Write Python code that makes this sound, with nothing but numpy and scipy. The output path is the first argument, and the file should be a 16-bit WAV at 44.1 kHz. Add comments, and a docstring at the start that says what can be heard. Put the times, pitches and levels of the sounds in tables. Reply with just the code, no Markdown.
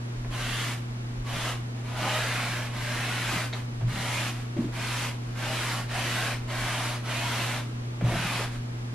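"""Wiping a wooden tabletop

A cloth rag is wiped back and forth over a bare tabletop in a small room. Countless fibres slip on the
grain: shaped noise that follows the hand's speed and fizzes more the faster it goes. The board's
resonances colour the hiss, thud when the hand lands and sing under pressing fingers. Hard ticks and a
squeak are heard too; a deep rumble, a mains hum with faint fan tones and a soft room noise lie under it all."""
import sys
import numpy as np
from scipy import signal
from scipy.fft import rfft, irfft
from scipy.io import wavfile
from scipy.ndimage import uniform_filter1d

SR = 44100
rng = np.random.default_rng(int(sys.argv[2]) if len(sys.argv) > 2 else 0)


def generate_wav(sig):
    """Save sig (samples, or channels by samples) to the path in sys.argv[1] as 16-bit PCM at SR."""
    pcm = np.round(np.clip(np.atleast_2d(sig).T, -1, 1) * 32767).astype(np.int16)
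    wavfile.write(sys.argv[1], SR, pcm)


N = 394254

# The strokes of the rag: start_s, length_s, level_db (relative), press_gain_db (start to end),
# from_place, to_place (-1 left, 1 right), rasp_hz (centre), woody_body_db, fold_rasp_db, fibre_fizz_db
# (the last three are strengths, weighted by pitch)
STROKES = [(0.3, 0.45, -35, 4.5, 0.97, -0.61, 3070, -12, 3.3, 0.5),
           (1.248, 0.29, -37.5, 7, 0.47, -0.93, 3120, 8, 3.9, 1.5),
           (1.95, 0.75, -33, -6, -0.33, 0.85, 1800, 1, 0.89, -6),
           (2.712, 0.77, -34.5, 2, 0.68, -0.98, 2240, -3.5, 1.2, -2),
           (3.870, 0.44, -35, 7, 0.21, -0.53, 2900, 1.5, 1.5, 0.5),
           (4.720, 0.38, -35, 6, -0.012, -0.57, 2700, -4.5, 1.4, 2),
           (5.352, 0.47, -34.5, 3.5, -0.78, 0.37, 3050, 2.5, 1.3, 0.5),
           (5.881, 0.47, -33, 4.5, 0.45, -0.76, 3020, -4, 2.1, -2),
           (6.474, 0.5, -34, 1.5, -0.9, 0.63, 1800, 2.5, 0.57, -3),
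           (7.032, 0.58, -33.5, 2.5, 1, -1.04, 2870, 0, 1.8, -3.5),
           (8.033, 0.43, -33.5, 4, 0.66, -0.87, 2500, -3.5, 0.9, -4)]
# Light brushes as the rag is lifted, turned or set down: start_s, length_s, level_db (relative)
BRUSHES = [(0.2, .1, -70), (1.754, .07, -55.5), (1.838, 0.25, -44.5), (2.566, 0.16, -55),
           (3.527, 0.076, -44.5), (4.295, 0.15, -49), (4.566, 0.098, -50.5), (5.192, 0.26, -56),
           (6.383, 0.12, -58), (7.62, 0.11, -59), (8.51, .06, -46.5)]
# Fingers dig in: top_s, half_width_s, dig_db
DIGS = [(2.15, .04, 1), (3.38, 0.092, 3), (5.951, 0.06, 2.5), (7.12, .05, 1.5)]
# Colour of cloth on wood: pitch_hz, level_db (per Hz, relative)
RUB_COLOUR = [(220, -40), (380, -40), (455, -6.5), (522, -8), (571, -1), (685, -1.5), (871, -2.5),
              (998, -0.5), (1230, -1.5), (1590, -0.5), (2540, -3), (7540, -16), (11200, -19),
              (12000, -20.5), (14000, -42.5)]
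# Low part of the rub: pitch_hz, level_db (relative)
RUB_LOWS = [(30, -33), (130, 4.0), (350, -0.5), (700, -43), (2000, -80)]
# Stereo width of the rub: pitch_hz, side_minus_mid_db
RUB_WIDTH = [(200, -68), (370, -8), (680, -22), (1260, -13), (2310, -9), (4240, -3.3), (6500, 0),
             (10000, 1.5), (14000, 9)]
# How much of the woody body and of the fizz acts at each pitch: pitch_hz, share (0 to 1)
BODY_SHARE = [(250, 0.024), (600, 0.28), (1000, 0.31), (1400, 0.07)]
FIZZ_SHARE = [(3900, 0.011), (5200, 0.32)]
# How much the spots of the board vary at each pitch: pitch_hz, share (0 to 1)
SPOT_SHARE = [(200, 0.2), (500, 0.98), (1300, 0.76), (4000, 0.36)]
# Colour change within a stroke: start_to_end_db, rest_to_full_speed_db (strengths, as in STROKES)
BODY_CHANGE = (-11, -14)
RASP_CHANGE = (0.45, 1.8)
FIZZ_CHANGE = (4.9, 1.5)
# Resonances (modes) of the tabletop: pitch_hz, level_db (relative), t60_s (time to fade by 60 dB)
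BOARD_MODES = [(36, -20, 0.22), (118.2, 4.5, 0.18), (166.5, 15.5, 0.065), (236, 0, 0.17),
               (298.6, 1.5, 0.13), (333.5, 3.5, 0.084), (376, -8, 0.071), (450, -5.5, 0.062),
               (588, -12.5, 0.059), (685, -22, .08), (824, -33, .1), (1055, -29, .09)]
# The hand lands or bumps: start_s, thud_db (relative), favoured_pitch_hz, swell_s, scuff_db (relative),
# scuff_decay_s
BUMPS = [(.245, -41.5, 400, .005, -39, .02), (3.323, -28, 247, 0.0024, -44.5, .02),
         (3.365, -32, 150.4, 0.0041, -48, .02), (3.81, -21.5, 110, 0.061, -37.5, 0.026),
         (3.932, -32, 240, 0.005, -52, .03), (4.564, -25.5, 360, 0.004, -46, 0.037),
         (4.567, -29, 640, .004, -36, .016), (4.579, -16.5, 255, 0.01, -42, 0.046),
         (4.612, -30, 600, .003, -46, .02), (4.641, -25, 290, 0.005, -50, .02),
         (4.675, -34, 660, .009, -44, 0.028), (8.009, -28, 570, .004, -30.5, 0.018),
         (8.02, -23, 150, .005, -50, .03), (8.026, -17.5, 115, 0.022, -41, .06),
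         (8.04, -28, 50, .0097, -38, 0.065), (8.068, -25, 190, .003, -34, .02),
         (8.12, -32, 400, 0.009, -33, 0.032), (8.152, -28, 150, .004, -38, .02),
         (8.19, -30, 172, .005, -50, .02), (8.247, -24, 150, 0.0025, -48, .02),
         (8.343, -30, 190, .003, -50, .02)]
# Soft scuff of cloth: pitch_hz, level_db (per Hz, relative)
SCUFF_COLOUR = [(25, -8), (60, 10), (200, 5), (400, 1.5), (680, 1), (1200, -7.5), (2300, -7.5), (4000, -24),
                (9000, -35), (14000, -44)]
# Pressing fingers make the board sing: start_s, length_s, pitch_hz, width_hz (before squaring),
# level_db (relative)
DRAGS = [(1.311, 0.12, 168, 110, -40.5), (1.968, 0.23, 805, 170, -38.5), (1.978, 0.14, 235, 180, -43),
         (3.31, 0.14, 200, 260, -41), (3.83, 0.22, 140, 90, -37.5), (4.03, .16, 860, 160, -46),
         (4.763, 0.077, 680, 110, -47.5), (5.911, 0.13, 740, 200, -40), (8.06, 0.13, 660, 280, -37.5),
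         (8.04, .17, 150, 130, -37), (8.388, 0.03, 450, 70, -37)]
# Something hard scrapes and ticks on the wood: start_s, level_db (relative), swell_s, decay_s
TICKS = [(3.526, -29, .004, 0.015), (3.5335, -28.5, .0007, 0.0044), (3.545, -41, .002, 0.0079)]
# Resonances of the ticks: pitch_hz, width_hz, level_db (relative)
TICK_RING = [(810.4, 188, -3), (1150, 400, -6), (2060, 500, -2.5), (3530, 300, -4), (3960, 300, -4),
             (4400, 160, -4), (6430, 1500, -4)]
# The squeak of a slip: top_s, half_width_s, pitch_hz (at the top), glide_hz_per_s, level_db (relative)
SQUEAK = (3.5355, .0013, 3900, -70000, -25.5)
# Swells of the deep rumble: top_s, half_width_s, level_db (relative)
SWELLS = [(.27, .06, -35), (.48, .08, -42), (1.28, .14, -39), (3.88, .1, -39), (4.65, .14, -48),
          (6.42, .05, -35), (6.62, .06, -42), (8.11, .09, -38), (8.56, .08, -44)]
# Colour of the deep rumble: pitch_hz, level_db (per Hz, relative)
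RUMBLE_COLOUR = [(10, -16), (28, -2), (38, 0), (43, 1), (53, -14), (120, -32), (400, -74)]
# Mains hum: pitch_hz, level_db (rms)
HUM = [(119.985, -34.2), (239.97, -48.2)]
# Faint fan tones: pitch_hz, level_db (rms)
FAN = [(270, -58.5), (354, -60), (435, -68.5), (460, -66.5), (999, -72)]
# Colour of the room noise: pitch_hz, level_db (per Hz, relative)
AIR_COLOUR = [(15, -12), (38, 0), (55, -9), (100, -2.5), (160, -3.5), (240, -3.5), (330, -6.5), (550, -14),
              (1000, -17.5), (2500, -23.5), (6000, -31), (11500, -41), (13500, -49.5)]
# Stereo width of the room noise: pitch_hz, side_minus_mid_db
AIR_WIDTH = [(40, -25), (120, -15.5), (220, -8), (380, -2.5), (650, 3.5), (1300, 4), (12000, 5.5)]

SPEED_POWER = 0.46  # the hiss grows as speed to this power
LINGER_T60_S, LINGER_SHARE = 0.29, 0.74  # part of the hiss hangs in the room
RUSTLE_DB = -66.5  # the rag in the moving hand, a relative floor
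DIG_BODY, DIG_FLUTTER = 1.8, 0.35  # dB of body strength and of flutter added per dB of digging
RASP_WIDTH_HZ, RASP_GLIDE = 1140, 0.1  # the rasp band, and the share by which it rises with speed
MEAN_SPEED = 2 / 3  # average of a stroke's speed arch
MIC_PLACE = -0.25  # where the microphones stand along the table
MIC_SHADE_HZ = 4500  # around and above this pitch they tell left from right
RUMBLE_WAVER_DB = 2.0
AIR_DB = -44  # rms in the middle
EDGE_HZ = 14600


def rag(level_db=2.5, patchy_db=0.6, speckle_db=1.88, flutter_db=-0.26, brighten=0.069,
        ring_db=3, low_db=-8.5, echo=0.13, lean=0.5, pan=0.09, rightward=0.038):
    """Dense fibre slips: noise that follows the speed, coloured by the grip and by the board."""
    hz = np.fft.rfftfreq(1024, 1 / SR)
    t = np.arange(N // 256 + 5) * 256 / SR
    shape = (len(t), len(hz))
    rub_db = rubbing_level(t)[:, None]
    place, rasp_hz, body, rasp, fizz = grip(t)
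    dig_db = sum(db * np.exp(-((t - s) / width) ** 2) for s, width, db in DIGS)[:, None]

    lows = gain_of(low_db + read(RUB_LOWS, hz))
    colour = np.maximum(gain_of(read(RUB_COLOUR, hz)), lows)
    # the upper modes of the board stand out of the hiss
    modes = sum(abs(peak(hz, f, 50)) ** 2 for f, _, _ in BOARD_MODES[3:])
    colour = colour * gain_of(ring_db * (modes - 0.29 * (hz < 1100)))
    colour /= np.sqrt(np.sum(colour[(hz > 1200) & (hz < 4000)] ** 2))

    field_db = rub_db + dig_db + level_db
    field_db = field_db + (body + DIG_BODY * dig_db) * read(BODY_SHARE, hz)
    field_db += rasp * abs(peak(hz, rasp_hz, RASP_WIDTH_HZ)) ** 2
    # faster fibres fizz more
    field_db += (fizz + brighten * (rub_db - rub_db.max())) * read(FIZZ_SHARE, hz)
    # folds of the cloth catch and let go, each in its own band
    field_db += patchy_db * patches(shape, frames_count=7, bins_count=12)
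    # each spot of the board favours other narrow resonances
    field_db += speckle_db * patches(shape, frames_count=24, bins_count=2)
    # the whole level flutters, at a depth that digging changes
    flutter = patches((len(t), 1), frames_count=2, bins_count=1)
    field_db += (flutter_db + DIG_FLUTTER * dig_db) * flutter

    # the wall's echo combs the hiss, and the comb slides as the rag travels
    delay_s = 0.0042 + 0.00044 * place
    comb = (1 + echo * np.exp(-2j * np.pi * hz * delay_s)) / np.sqrt(1 + echo ** 2)
    mid = spectra(shape) * comb
    # in the treble the nearer microphone is louder and leads in phase; lower down the sound leans right
    shade = hz ** 2 / (hz ** 2 + MIC_SHADE_HZ ** 2)
    bearing = shade * (pan * place + 1j * lean * (place - MIC_PLACE)) + (1 - shade) * rightward
    # the room adds an unrelated side part
    side = spectra(shape) * gain_of(read(RUB_WIDTH, hz)) - bearing * mid
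    z = np.array([mid, side]) * colour * gain_of(field_db)
    sound = signal.istft(z.transpose(0, 2, 1), nperseg=1024, noverlap=768)[1]
    return sound[:, :N] * np.sqrt(3 / 4)


def travel(t, start, length):
    """Progress through a stroke (-.5 to .5) and the hand's speed, an arch from rest to rest."""
    u = np.clip((t - start) / length, 0, 1)
    return u - 0.5, 1 - (2 * u - 1) ** 2


def rubbing_level(t):
    """Level of the hiss in dB: it follows speed and pressure, and lingers briefly."""
    power = np.zeros(len(t))
    for start, length, db, press_db, *_ in STROKES:
        progress, speed = travel(t, start, length)
        power += (gain_of(db + press_db * progress) * speed ** SPEED_POWER) ** 2
    for start, length, db in BRUSHES:
        _, speed = travel(t, start, length)
        power += (gain_of(db) * speed ** SPEED_POWER) ** 2
    keep = np.exp(-2 * np.log(1000) * (t[1] - t[0]) / LINGER_T60_S)
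    lingering = signal.lfilter([1 - keep], [1, -keep], power)
    power = (1 - LINGER_SHARE) * power + LINGER_SHARE * lingering
    return 10 * np.log10(power + gain_of(RUSTLE_DB) ** 2)


def grip(t):
    """Place, rasp pitch, body, rasp and fizz: less woody and raspier with speed and along the stroke."""
    start, length, _, _, origin, goal, rasp_hz, *colours = np.transpose(STROKES)
    ends = np.column_stack([start, start + length]).ravel()
    place = np.interp(t, ends, np.column_stack([origin, goal]).ravel())
    speed = sum(travel(t, s, span)[1] for s, span in zip(start, length))
    extra_speed = speed - MEAN_SPEED
    centre_hz = np.interp(t, ends, np.repeat(rasp_hz, 2)) * (1 + RASP_GLIDE * extra_speed)
    tints = []
    for db, (drift_db, fast_db) in zip(colours, [BODY_CHANGE, RASP_CHANGE, FIZZ_CHANGE]):
        at_ends = np.column_stack([db - drift_db / 2, db + drift_db / 2]).ravel()
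        tints.append(np.interp(t, ends, at_ends) + fast_db * extra_speed)
    return np.array([place, centre_hz, *tints])[:, :, None]


def tabletop(x, depth_db=2.5):
    """The board's many narrow resonances come and go at random under the moving rag."""
    hz, _, z = signal.stft(x, SR, nperseg=4096, noverlap=3072)
    spread_db = depth_db * read(SPOT_SHARE, hz)
    gain = gain_of(spread_db * patches(z.shape[:0:-1], frames_count=11, bins_count=2))
    gain /= np.exp((spread_db * np.log(10) / 20) ** 2)  # the mean power stays the same
    return signal.istft(z * gain.T, nperseg=4096, noverlap=3072)[1][:, :N]


def bumps(spread_octaves=0.32):
    """A soft hand pushes the board into its modes; where it lands decides which ones speak."""
    out, t = np.zeros(N), np.arange(SR // 2) / SR
    for s, db, hz, swell, scuff_db, scuff_decay in BUMPS:
        ring = np.zeros(len(t))
        for f, mode_db, t60 in BOARD_MODES:
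            favour = 1 / (1 + (np.log2(f / hz) / spread_octaves) ** 2)
            ring += favour * gain_of(mode_db - 60 * t / t60) * np.sin(2 * np.pi * f * t)
        thud = ring * (1 - np.exp(-(t / swell) ** 2))  # the cloth cushions the blow
        scuff_shape = (1 - np.exp(-t / 0.00081)) * np.exp(-t / scuff_decay)
        scuff = coloured(SCUFF_COLOUR, len(t)) * scuff_shape
        add(out, s, gain_of(db) * thud / abs(thud).max() + gain_of(scuff_db) * scuff)
    return out


def drags():
    """Friction feeds one resonance of the board for a moment: narrow noise that fades in and out."""
    out, hz = np.zeros(N), np.fft.rfftfreq(SR, 1 / SR)
    for s, length, centre_hz, width_hz, db in DRAGS:
        sung = irfft(spectra(len(hz)) * peak(hz, centre_hz, width_hz) ** 2)[:round(length * SR)]
        add(out, s, gain_of(db) * evened(sung) * signal.windows.tukey(len(sung), 0.6))
    return out


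def ticks(soft_hz=5200):
    """Short scrapes of something hard, ringing in a few resonances; the wood dulls their top."""
    out, t, hz = np.zeros(N), np.arange(4096) / SR, np.fft.rfftfreq(4096, 1 / SR)
    body = sum(gain_of(db) * peak(hz, f, width) for f, width, db in TICK_RING)
    body = body / (1 + (hz / soft_hz) ** 6)
    for s, db, swell, decay in TICKS:
        scrape = evened(irfft(spectra(len(body)) * body))
        add(out, s, gain_of(db) * scrape * (1 - np.exp(-t / swell)) * np.exp(-t / decay))
    return out


def squeak():
    """A few quick cycles of stick and slip: a sine falling in pitch."""
    s, width, hz, glide, db = SQUEAK
    t = np.arange(N) / SR - s
    return gain_of(db) * np.exp(-(t / width) ** 2) * np.sin(2 * np.pi * (hz * t + glide * t ** 2 / 2))


def room(x, t60, wet_db, side_db):
    """The direct sound in the middle, and a short diffuse tail of fading noise in mid and side."""
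    t = np.arange(SR // 2) / SR
    tail = rng.standard_normal((2, len(t))) * gain_of(-60 * t / t60) * (t > 0.004)
    wet = signal.fftconvolve(x[None], tail / np.linalg.norm(tail[0]), axes=1)[:, :N]
    return np.array([x, np.zeros(N)]) + gain_of([[wet_db], [wet_db + side_db]]) * wet


def rumble(trim_db=-2, rest_db=-51.0):
    """Deep, centred noise that wavers and now and then swells."""
    t = np.arange(N) / SR
    waver = evened(sum(np.sin(2 * np.pi * (f * t + rng.random())) for f in np.geomspace(1, 5, 12)))
    power = gain_of(rest_db + RUMBLE_WAVER_DB * waver) ** 2
    power += sum(gain_of(db) ** 2 * np.exp(-((t - s) / width) ** 2) for s, width, db in SWELLS)
    level = gain_of(trim_db) * np.sqrt(power)
    return np.array([level * coloured(RUMBLE_COLOUR, N), np.zeros(N)])


def hum(waver_cycles=0.24):
    """A steady mains hum with its octave, and faint fan tones whose phase wavers."""
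    t = np.arange(N) / SR
    mains = sum(gain_of(db) * np.sin(2 * np.pi * hz * t) for hz, db in HUM)
    drift = sum(np.sin(2 * np.pi * (f * t + rng.random())) / f for f in np.geomspace(0.3, 5, 12))
    phase = waver_cycles * evened(drift)
    fan = sum(gain_of(db) * np.sin(2 * np.pi * (hz * t + phase)) for hz, db in FAN)
    return np.sqrt(2) * np.array([mains + fan, np.zeros(N)])  # root 2 turns rms into sine height


def air():
    """Room noise: a centred rumble and a wide, faint hiss."""
    hz = np.fft.rfftfreq(N, 1 / SR)
    side = irfft(rfft(coloured(AIR_COLOUR, N)) * gain_of(read(AIR_WIDTH, hz)), N)
    return gain_of(AIR_DB) * np.array([coloured(AIR_COLOUR, N), side])


def gain_of(db):
    """Decibels to a factor."""
    return 10 ** (np.asarray(db) / 20)


def evened(x):
    """Scaled to rms 1."""
    return x / np.sqrt(np.mean(x ** 2) + 1e-20)


def read(points, hz):
    """A table read on a log-frequency axis."""
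    f, value = np.transpose(points)
    return np.interp(np.log(hz + 1), np.log(f + 1), value)


def add(mix, s, sound):
    """Adds a sound to the mix at time s."""
    part = mix[max(round(s * SR), 0):][:len(sound)]
    part += sound[:len(part)]


def coloured(points, size):
    """Noise of rms 1 with the given spectrum."""
    gain = gain_of(read(points, np.fft.rfftfreq(size, 1 / SR)))
    return evened(irfft(rfft(rng.standard_normal(size)) * gain, size))


def peak(hz, centre_hz, width_hz):
    """Response of one resonance, 1 at its centre."""
    return 1 / (1 + 2j * (hz - centre_hz) / width_hz)


def spectra(shape):
    """Random complex spectra: noise with random size and phase at every pitch."""
    return rng.standard_normal(shape) + 1j * rng.standard_normal(shape)


def patches(shape, frames_count, bins_count):
    """Smooth chance over time and frequency, rms 1."""
    over_time = uniform_filter1d(rng.standard_normal(shape), size=frames_count, axis=0)
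    return evened(uniform_filter1d(over_time, size=bins_count, axis=1))


def scene():
    """All sources as mid and side, turned into left and right; the board's thuds stay near the centre."""
    board = room(bumps() + drags(), t60=0.22, wet_db=-17, side_db=-18)
    clicks = room(ticks() + squeak(), t60=0.22, wet_db=-15, side_db=5)
    mid, side = tabletop(rag()) + board + clicks + rumble() + hum() + air()
    return np.array([mid + side, mid - side])


def record(dry):
    """The recorder's band limit: a low-pass at EDGE_HZ."""
    low_pass = signal.firwin(511, EDGE_HZ, window=("kaiser", 9), fs=SR)
    return signal.oaconvolve(dry, low_pass[None], "same")


dry = scene()
out = record(dry)
generate_wav(out)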